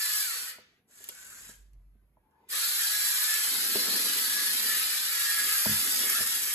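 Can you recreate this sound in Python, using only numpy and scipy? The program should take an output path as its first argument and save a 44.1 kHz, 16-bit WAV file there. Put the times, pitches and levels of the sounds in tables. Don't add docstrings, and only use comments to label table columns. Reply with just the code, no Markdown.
import sys
import numpy as np
from scipy import signal
from scipy.fft import rfft, irfft
from scipy.io import wavfile
from scipy.ndimage import uniform_filter1d

SR = 44100
rng = np.random.default_rng(int(sys.argv[2]) if len(sys.argv) > 2 else 0)


def master_out(mix):
    frames = np.transpose(np.atleast_2d(mix))
    ceiling = np.clip(frames, -1, 1)
    pcm = np.round(ceiling * 32767).astype(np.int16)
    wavfile.write(sys.argv[1], SR, pcm)


N = 288414
TIME = np.arange(N) / SR
BINS = np.fft.rfftfreq(N, 1 / SR)

# frequency in Hz, relative level per Hz in dB.
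RATTLE_COLOUR = [(200, -45), (800, -18.5), (1500, -8), (2400, -10), (3200, -4), (4200, -6.5), (5200, -1.5),
                 (6200, -7), (7000, -9.5), (8800, -1), (10500, 3.5), (11300, 0.5), (12100, 6.5),
                 (12700, -1.5), (14500, -6)]
# frequency in Hz, relative level per Hz in dB.
CHASSIS_COLOUR = [(150, -42.5), (450, -11.5), (800, -35), (1050, -15.5), (1320, 2.5), (1480, -5),
                  (1700, 5.5), (2050, -0.5), (2400, -2.5), (3200, -11.5)]
# frequency in Hz, relative level per Hz in dB.
RASP_COLOUR = [(700, -30), (2000, -3.5), (4300, 0), (6500, -4.5), (10000, -18.5)]
# time in seconds, frequency in Hz, level in dB against the rattle.
FLOOR_BAND = [(0, 4565, -11.5), (2.6, 4114, -9.5), (3.3, 4200, -15), (3.9, 4250, -8), (4.5, 4050, -13.5),
              (5.0, 3890, -10), (5.4, 4180, -18), (6.0, 4300, -38), (6.54, 4300, -36)]
# time in seconds, level in dB against the rattle.
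BRACKET_RING = [(0, -21.5), (2.6, -24), (4.0, -19), (4.6, -17), (5.9, -17), (6.54, -21)]
# time in seconds, level in dB against the rattle.
SIZZLE_LEVEL = [(0, -7.5), (.3, -7), (2.7, -7.5), (3.3, -7.5), (3.8, -11.5), (4.8, -11), (5.45, -9.5),
                (5.7, -13), (5.95, -8), (6.2, -11), (6.54, -7.5)]
# time in seconds, level in dB before trim and flutter.
RATTLE_LOAD = [(0.1, -29), (2.6, -28.5), (2.8, -28), (3.3, -27), (3.65, -28), (3.9, -27.5), (4.7, -27.5),
               (5.1, -29.5), (5.2, -27), (5.38, -28), (5.48, -26), (5.8, -26.5), (6.2, -27), (6.54, -30.5)]
# time in seconds, whine in dB before trim, chassis ring in dB before trim and flutter.
TOOTH_BITE = [(0, -46.5, -40), (.08, -45, -41), (0.22, -48, -45), (0.31, -43, -40), (0.38, -58, -39),
              (2.55, -54, -40), (2.65, -43.5, -44), (2.73, -56, -51), (2.81, -43, -34), (2.87, -47.5, -44),
              (2.94, -40.5, -39), (3.18, -53, -38), (3.3, -40.5, -38), (3.5, -57, -37.5),
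              (3.65, -51, -41.5), (3.92, -49, -37.5), (4.17, -60, -39.5), (4.45, -42, -44.5),
              (4.58, -53.5, -46.5), (4.71, -41.5, -35.5), (4.85, -58, -41.5), (5.0, -56, -39.5),
              (5.15, -45, -37.5), (5.33, -39, -37), (5.55, -49.5, -34.5), (5.9, -55, -42),
              (6.17, -46, -34.5), (6.26, -57, -40.5), (6.33, -43, -42.5), (6.45, -53, -40)]
# time in seconds, level in dB.
GRIND_LEVEL = [(.2, -58), (.33, -46), (.52, -48.5), (.59, -61), (.78, -73), (.84, -91), (2.2, -93),
               (2.33, -88.5), (2.47, -79), (2.53, -40), (2.68, -43), (2.8, -51)]
# frequency in Hz, relative level per Hz in dB.
GRIND_COLOUR = [(200, -31.5), (450, -3.5), (900, -8.5), (1400, 5.5), (2300, 7), (3500, 1.5), (7000, -7),
                (13000, -23.5)]
RASP_DB = -12
FLOOR_BAND_WIDTH_HZ = 900
BRACKET_HZ, BRACKET_WIDTH_HZ = 4750, 140
SIZZLE_HZ, SIZZLE_WIDTH_HZ = 7930, 3100
STOP_DB_PER_S = 225


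def rattle(turns):
    def strikes(scrape):
        struck = chatter(turns, clack=.17, loose_db=1.05, scrape=scrape)
        return shifting(struck, patchy_db=.7, wide_hz=350, lasting_s=.1)

    teeth, more_scraped, less_scraped = strikes(1.9), strikes(2.4), strikes(1.4)
    rasp = coloured(backlash(per_s=650, spread_db=3), RASP_COLOUR) * gain_of(RASP_DB)
    floor_band = resonate(less_scraped, curve(FLOOR_BAND), width=FLOOR_BAND_WIDTH_HZ)
    floor_band = floor_band * gain_of(curve(FLOOR_BAND, order=2))
    bracket = resonate(more_scraped, np.full(N, BRACKET_HZ), width=BRACKET_WIDTH_HZ)
    bracket = bracket * gain_of(curve(BRACKET_RING))
    sizzle = resonate(more_scraped, np.full(N, SIZZLE_HZ), width=SIZZLE_WIDTH_HZ)
    sizzle = sizzle * gain_of(curve(SIZZLE_LEVEL))
    gears = coloured(teeth, RATTLE_COLOUR) + rasp + floor_band + bracket + sizzle
    gears = gears * gain_of(curve(RATTLE_LOAD) - 0.84 + 0.57 * drift(45))
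    chassis = coloured(more_scraped, CHASSIS_COLOUR)
    chassis = chassis * gain_of(curve(TOOTH_BITE, order=2) - 2.0 + 1.2 * drift(20))
    grinding = level(GRIND_LEVEL) * coloured(less_scraped, GRIND_COLOUR)
    return running(STOP_DB_PER_S) * (gears + chassis) + grinding


# multiple of the shaft speed, level in dB before bite and flutter.
WHINE_ORDERS = [(8, -19.5), (9, -13), (10, 3), (11, -5.5), (12, -10.5), (20, -6.5), (25, -5.5), (28, -12.5)]
WHINE_POWER = 1.3


def whine(turns):
    lines = np.zeros(N)
    for multiple, db in WHINE_ORDERS:
        phase = 2 * np.pi * (round(multiple) * turns + rng.random())
        lines += gain_of(db + 2.2 * drift(25)) * np.cos(phase)
    speed = tooth_rate() / curve(CRUISE_MESH)
    return running(STOP_DB_PER_S) * lines * gain_of(curve(TOOTH_BITE) + 1.5) * speed ** WHINE_POWER


# power on, power off and wheels stopped, all in seconds.
DRIVE_RUNS = [(-1, .21, .5), (2.485, 7, 7.25)]
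# time in seconds, tooth rate in Hz before wobble.
CRUISE_MESH = [(0, 1755), (0.2, 1673), (2.8, 1601), (2.95, 1671), (3.13, 1669), (3.3, 1753), (3.6, 1577),
               (3.85, 1704), (4.15, 1645), (4.7, 1745), (4.9, 1688), (5.35, 1669), (6.05, 1709),
               (6.2, 1586), (6.33, 1700), (6.54, 1719)]
START_HZ, SPIN_UP_HZ_PER_S, COAST_HZ_PER_S = 1088, 1650, 3300
ATTACK_S, COAST_DB_PER_S = 0.045, 36.5


def tooth_rate():
    runs = []
    for on, off, _ in DRIVE_RUNS:
        spin_up = START_HZ + SPIN_UP_HZ_PER_S * (TIME - on)
        runs.append(np.minimum(curve(CRUISE_MESH), spin_up) - COAST_HZ_PER_S * since(off))
    return np.maximum(np.max(runs, axis=0), 0)


def running(stop_db_per_s):
    return sum(envelope(on, off, ATTACK_S, COAST_DB_PER_S) * gain_of(-stop_db_per_s * since(stop))
               for on, off, stop in DRIVE_RUNS)


TEETH = 10


def shaft(mesh_hz, wobble):
    return np.cumsum(mesh_hz * (1 + wobble * drift(35))) / TEETH / SR


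def chatter(turns, clack, loose_db, scrape):
    strikes = np.diff(np.floor(turns * TEETH), prepend=0) * rng.standard_normal(N)
    second_teeth = np.cumsum(np.diff(turns, prepend=0) * 1.87 * (1 + .03 * drift(4)))
    force = (1 + clack * np.cos(2 * np.pi * second_teeth)) * gain_of(loose_db * drift(320))
    return evened(force * (evened(strikes) + scrape * rng.standard_normal(N)))


def backlash(per_s, spread_db):
    size = gain_of(spread_db * np.minimum(rng.exponential(1, N), 3))
    return evened(rng.choice([-1., 1.], N) * size * (rng.random(N) < per_s / SR))


# time in seconds, tooth rate in Hz before wobble.
STEER_MESH_RATE = [(.87, 1167), (1.12, 1503), (1.23, 1568), (1.34, 1523), (1.49, 1698), (1.8, 1402)]
# frequency in Hz, relative level per Hz in dB.
STEER_COLOUR = [(150, -15), (450, -18.5), (1000, -15.5), (1600, -5), (2300, -10.5), (4300, -10.5),
                (6000, -8.5), (7400, -0.5), (9000, -5), (12200, -5.5), (14500, -24)]
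# time in seconds, level in dB against their buzz.
STEER_WHINE_LEVEL = [(1.1, -18), (1.18, -11), (1.27, -7.5), (1.34, -8), (1.41, -14), (1.52, -17),
                     (1.6, -18)]
STEER_ON_S, STEER_OFF_S, STEER_ATTACK_S = 0.87, 1.498, 0.17
STEER_FALL_DB_PER_S, STEER_DB, STEER_WHINE_WIDTH_HZ = 174.5, -48, 160


def steering():
    turns = shaft(curve(STEER_MESH_RATE), wobble=.014)
    buzz = coloured(chatter(turns, clack=0.088, loose_db=1.7, scrape=1.5), STEER_COLOUR)
    fuzz = resonate(rng.standard_normal(N), curve(STEER_MESH_RATE), width=STEER_WHINE_WIDTH_HZ)
    fuzz = level(STEER_WHINE_LEVEL) * fuzz
    sweep = envelope(STEER_ON_S, STEER_OFF_S, STEER_ATTACK_S, STEER_FALL_DB_PER_S)
    return gain_of(STEER_DB) * sweep * (buzz + fuzz)


# time in seconds, level in dB before trim.
ROLL_LEVEL = [(0.0, -95), (0.33, -72), (0.93, -75), (1.2, -75), (1.43, -70), (1.65, -78.5), (1.96, -83),
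              (2.5, -67.5), (2.6, -68), (2.68, -65.5), (3.36, -71), (3.54, -49.5), (3.67, -49.5),
              (3.83, -44), (3.97, -43.5), (4.25, -52), (4.75, -52), (5.05, -66.5), (5.32, -64), (5.46, -52),
              (5.6, -64), (5.92, -49.5), (6.08, -48), (6.3, -55), (6.54, -60.5)]
# frequency in Hz, relative level per Hz in dB.
TYRE_COLOUR = [(30, -29.5), (80, -26), (135, -19.5), (205, 9), (320, 6.5), (450, 4.5), (550, -0.5),
               (1000, -5), (2000, -34)]
# time in seconds, level in dB.
RUMBLE_LEVEL = [(0, -87), (1.1, -87.5), (1.5, -69), (1.68, -75), (1.8, -68), (2.05, -77), (2.3, -82),
                (4.6, -75), (5.8, -67.5), (6.54, -70.5)]
# frequency in Hz, relative level per Hz in dB.
RUMBLE_COLOUR = [(25, -17.5), (55, 1), (90, 5.5), (150, -3), (300, -23.5), (600, -38.5)]


def tyres():
    patter = rng.standard_normal(N) * gain_of(2 * drift(25))
    patter = gain_of(-3.5) * level(ROLL_LEVEL) * coloured(patter, TYRE_COLOUR)
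    rumble = level(RUMBLE_LEVEL) * coloured(rng.standard_normal(N), RUMBLE_COLOUR)
    return patter + rumble


# start in seconds, level in dB, pitch that the struck place favours in Hz,
# tyre bounce in dB against the frame ring.
KNOCK_EVENTS = [(.583, -45, 616, -11), (1.003, -54.5, 454, -15), (1.09, -48, 520, -18),
                (1.491, -51.5, 520, 2), (1.953, -67, 220, 7), (2.169, -56, 900, -9), (3.631, -48, 381, -10),
                (3.7495, -41, 620, -30), (3.7546, -25, 362, -33), (5.656, -25.5, 857, -29),
                (6.036, -37, 493, -23), (6.204, -36, 490, -3)]
# frequency in Hz, relative level in dB, t60 in seconds.
FRAME_MODES = [(209.6, -6, 0.37), (398, 8.5, 0.041), (500, -7.5, 0.23), (633, 8, 0.036), (920, 12.5, 0.019),
               (1400, -10, 0.017)]
# frequency in Hz, relative level in dB, t60 in seconds.
BOUNCE_MODES = [(86, -3, 0.2), (112, 2, 0.13), (150, -6.5, 0.22), (200, 8, 0.033)]


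def knocks():
    out = np.zeros(N)
    for s, db, favoured_hz, bounce_db in KNOCK_EVENTS + rebounds():
        bounce = gain_of(bounce_db) * ringing(BOUNCE_MODES, favoured_hz)
        blow = gain_of(db) * (ringing(FRAME_MODES, favoured_hz) + bounce)
        part = out[round(s * SR):][:len(blow)]
        part += blow[:len(part)]
    return signal.sosfilt(signal.butter(3, 62, "high", fs=SR, output="sos"), out)


DROP_S, DROP_DB, DROP_HZ, DROP_BOUNCE_DB = 5.665, -35.5, 229.8, 8
REBOUND_S, REBOUND_SHARE, REBOUND_LOSS_DB = 0.028, 0.68, 3.5
REBOUND_DULLING = 0.68


def rebounds(count=5):
    gaps = REBOUND_S * REBOUND_SHARE ** np.arange(count)
    return [(DROP_S + gaps[:k].sum(), DROP_DB - REBOUND_LOSS_DB * k,
             DROP_HZ * REBOUND_DULLING ** k, DROP_BOUNCE_DB) for k in range(count)]


FAVOUR_OCTAVES = 0.72


def ringing(modes, favoured_hz):
    t = np.arange(SR // 2) / SR
    ring = np.zeros(len(t))
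    for hz, db, t60 in modes:
        favour = 1 / (1 + (np.log2(hz / favoured_hz) / FAVOUR_OCTAVES) ** 2)
        ring += favour * gain_of(db - 60 * t / t60) * np.cos(2 * np.pi * hz * t)
    ring = ring * (1 - np.exp(-t / 0.0016))
    return ring / abs(ring).max()


# start in seconds, level in dB.
TICK_EVENTS = [(1.041, -30), (1.0884, -23.5), (1.0908, -32), (1.733, -57), (2.31, -68.5), (3.2713, -28),
               (5.5375, -28), (5.5816, -19), (6.2246, -24)]


def ticks(t60=0.013):
    bursts = sum((TIME >= s) * gain_of(db - 60 * abs(TIME - s) / t60) for s, db in TICK_EVENTS)
    colour = [(500, -54), (2500, 5), (6500, 2), (12000, 11.0), (15000, 10.5)]  # Hz, dB per Hz
    return bursts * coloured(rng.standard_normal(N), colour)


# time in seconds, level in dB.
HUM_LEVEL = [(1.27, -76), (1.39, -74), (1.47, -59), (1.53, -65), (1.61, -51), (1.69, -55.5), (1.785, -46),
             (1.82, -53.5), (1.87, -52.5), (2.28, -77)]
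# frequency in Hz, level in dB before trim and swell.
STRAIN_TONES = [(870, -74), (1072, -83), (1650, -84.5)]
HUM_HZ = 48.4


def halt():
    hum_hz = HUM_HZ * (1 + 0.032 * drift(6.4))
    hum = level(HUM_LEVEL) * np.sin(2 * np.pi * np.cumsum(hum_hz) / SR)
    strain = np.zeros(N)
    for hz, db in STRAIN_TONES:
        tone = resonate(rng.standard_normal(N), hz * (1 + 0.025 * drift(7.3)), width=hz / 7)
        strain += gain_of(db - 2 + 3.2 * drift(7.8)) * tone
    return hum + strain * level([(2.18, -15), (2.33, 4.5), (2.48, -3.5)])


# frequency in Hz, relative level per Hz in dB.
AIR_COLOUR = [(25, -6), (80, 2), (200, 1.5), (450, -16), (900, -15), (2200, -17.5), (3500, -29.5),
              (7500, -37.5), (10000, -19), (12300, -16), (14500, -40)]


def room_air():
    return gain_of(-78.0) * coloured(rng.standard_normal(N), AIR_COLOUR)


# frequency in Hz, likeness of the two channels from 0 to 1,
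# right lead in radians, left over right in dB.
PORT_RESPONSE = [(60, .98, 0, -1.5), (350, .95, 0, -2.2), (1100, .68, -.3, .5), (1800, .2, -.3, .7),
                 (3000, .42, -2.5, 0), (4200, .2, -1.5, 0), (5300, .35, -3.3, 0), (6100, .3, -1.2, 0),
                 (7000, .97, 0, 0), (8000, .8, 1.4, 0), (8700, .93, 2.5, 0), (9200, .995, np.pi, 0),
                 (9600, .96, 3.6, 0), (10300, .8, 4.7, 0), (11300, .98, 2 * np.pi, 0), (12500, .66, 7.7, 0),
                 (13300, .998, 3 * np.pi, 0)]


def ports(x, likeness, size):
    lead, balance_db = (read(PORT_RESPONSE, BINS, column) for column in (2, 3))
    shared = rfft(x) * np.sqrt(likeness) * np.array([np.ones(len(BINS)), np.exp(1j * lead)])
    reflected = rfft(room(x, size=size)) * np.sqrt(1 - likeness)
    return irfft((shared + reflected) * gain_of([balance_db / 2, -balance_db / 2]), N)


def room(x, size):
    padded, out = np.pad(x, size), np.zeros((2, N + 2 * size + SR))
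    for start in range(0, N + size, size // 2):
        stretch = padded[start:start + size] * signal.windows.cosine(size)
        wet = signal.fftconvolve(stretch[None], room_tail(), axes=1)
        out[:, start:start + wet.shape[1]] += wet
    return out[:, size:size + N]


# frequency in Hz, t60 in seconds before the early boost.
ROOM_DECAY = [(100, 0.28), (1000, 0.82), (5000, 0.61), (13000, 0.06)]


def room_tail():
    taps = rng.choice([-1., 1.], (2, SR // 4)) * (rng.random((2, SR // 4)) < .08)
    taps[:, :SR // 800] = 0
    hz, t, z = signal.stft(taps, SR, nperseg=256)
    early = 1 + 12 * np.exp(-t / 0.011)
    decay = gain_of(-60 * t / read(ROOM_DECAY, hz)[:, None])
    tail = signal.istft(z * early * decay, SR, nperseg=256)[1]
    return tail / np.linalg.norm(tail, axis=1, keepdims=True)


def shifting(x, patchy_db, wide_hz, lasting_s):
    hz, t, z = signal.stft(x, SR, nperseg=512)
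    kernel = np.outer(np.hanning(2 * round(wide_hz / hz[1])), np.hanning(2 * round(lasting_s / t[1])))
    patches = evened(signal.fftconvolve(rng.standard_normal(z.shape), kernel, "same"))
    return evened(signal.istft(z * gain_of(patchy_db * patches), SR, nperseg=512)[1][:N])


def resonate(x, hz, width):
    turn, r = np.exp(2j * np.pi * np.cumsum(hz) / SR), np.exp(-np.pi * width / SR)
    return evened((turn * signal.lfilter([1], [1, -2 * r, r * r], x / turn)).real)


def coloured(x, spectrum):
    low_cut = BINS / np.hypot(BINS, 20)
    return evened(irfft(rfft(x) * gain_of(read(spectrum, BINS)) * low_cut, N))


def drift(hz):
    return evened(irfft(rfft(rng.standard_normal(N)) / (1 + (BINS / hz) ** 4), N))


def envelope(on, off, attack_s, fall_db_per_s):
    return (1 - np.exp(-since(on) / attack_s)) * gain_of(-fall_db_per_s * since(off))


def since(s):
    return np.maximum(TIME - s, 0)


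def level(rows, order=1):
    inside = (TIME >= rows[0][0]) & (TIME <= rows[-1][0])
    return gain_of(curve(rows, order)) * uniform_filter1d(inside * 1., size=300)


def curve(rows, order=1):
    table = np.transpose(rows)
    return np.interp(TIME, table[0], table[order])


def read(points, hz, column=1):
    table = np.transpose(points)
    return np.interp(np.log(hz + 1), np.log(table[0] + 1), table[column])


def evened(x):
    return x / np.sqrt(np.mean(x ** 2) + 1e-20)


def gain_of(db):
    return 10 ** (np.asarray(db) / 20)


WHINE_LIKENESS = .75


def scene():
    turns = shaft(tooth_rate(), wobble=.0075)
    noises = rattle(turns) + steering() + tyres() + knocks() + ticks() + halt() + room_air()
    spread = ports(noises, read(PORT_RESPONSE, BINS), size=6400)
    return spread + ports(whine(turns), WHINE_LIKENESS, size=24000)


EDGE_HZ = 14200


def record(dry):
    low_pass = signal.firwin(255, EDGE_HZ, window=("kaiser", 9), fs=SR)
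    return signal.oaconvolve(dry, low_pass[None], "same")


dry = scene()
out = record(dry)
master_out(out)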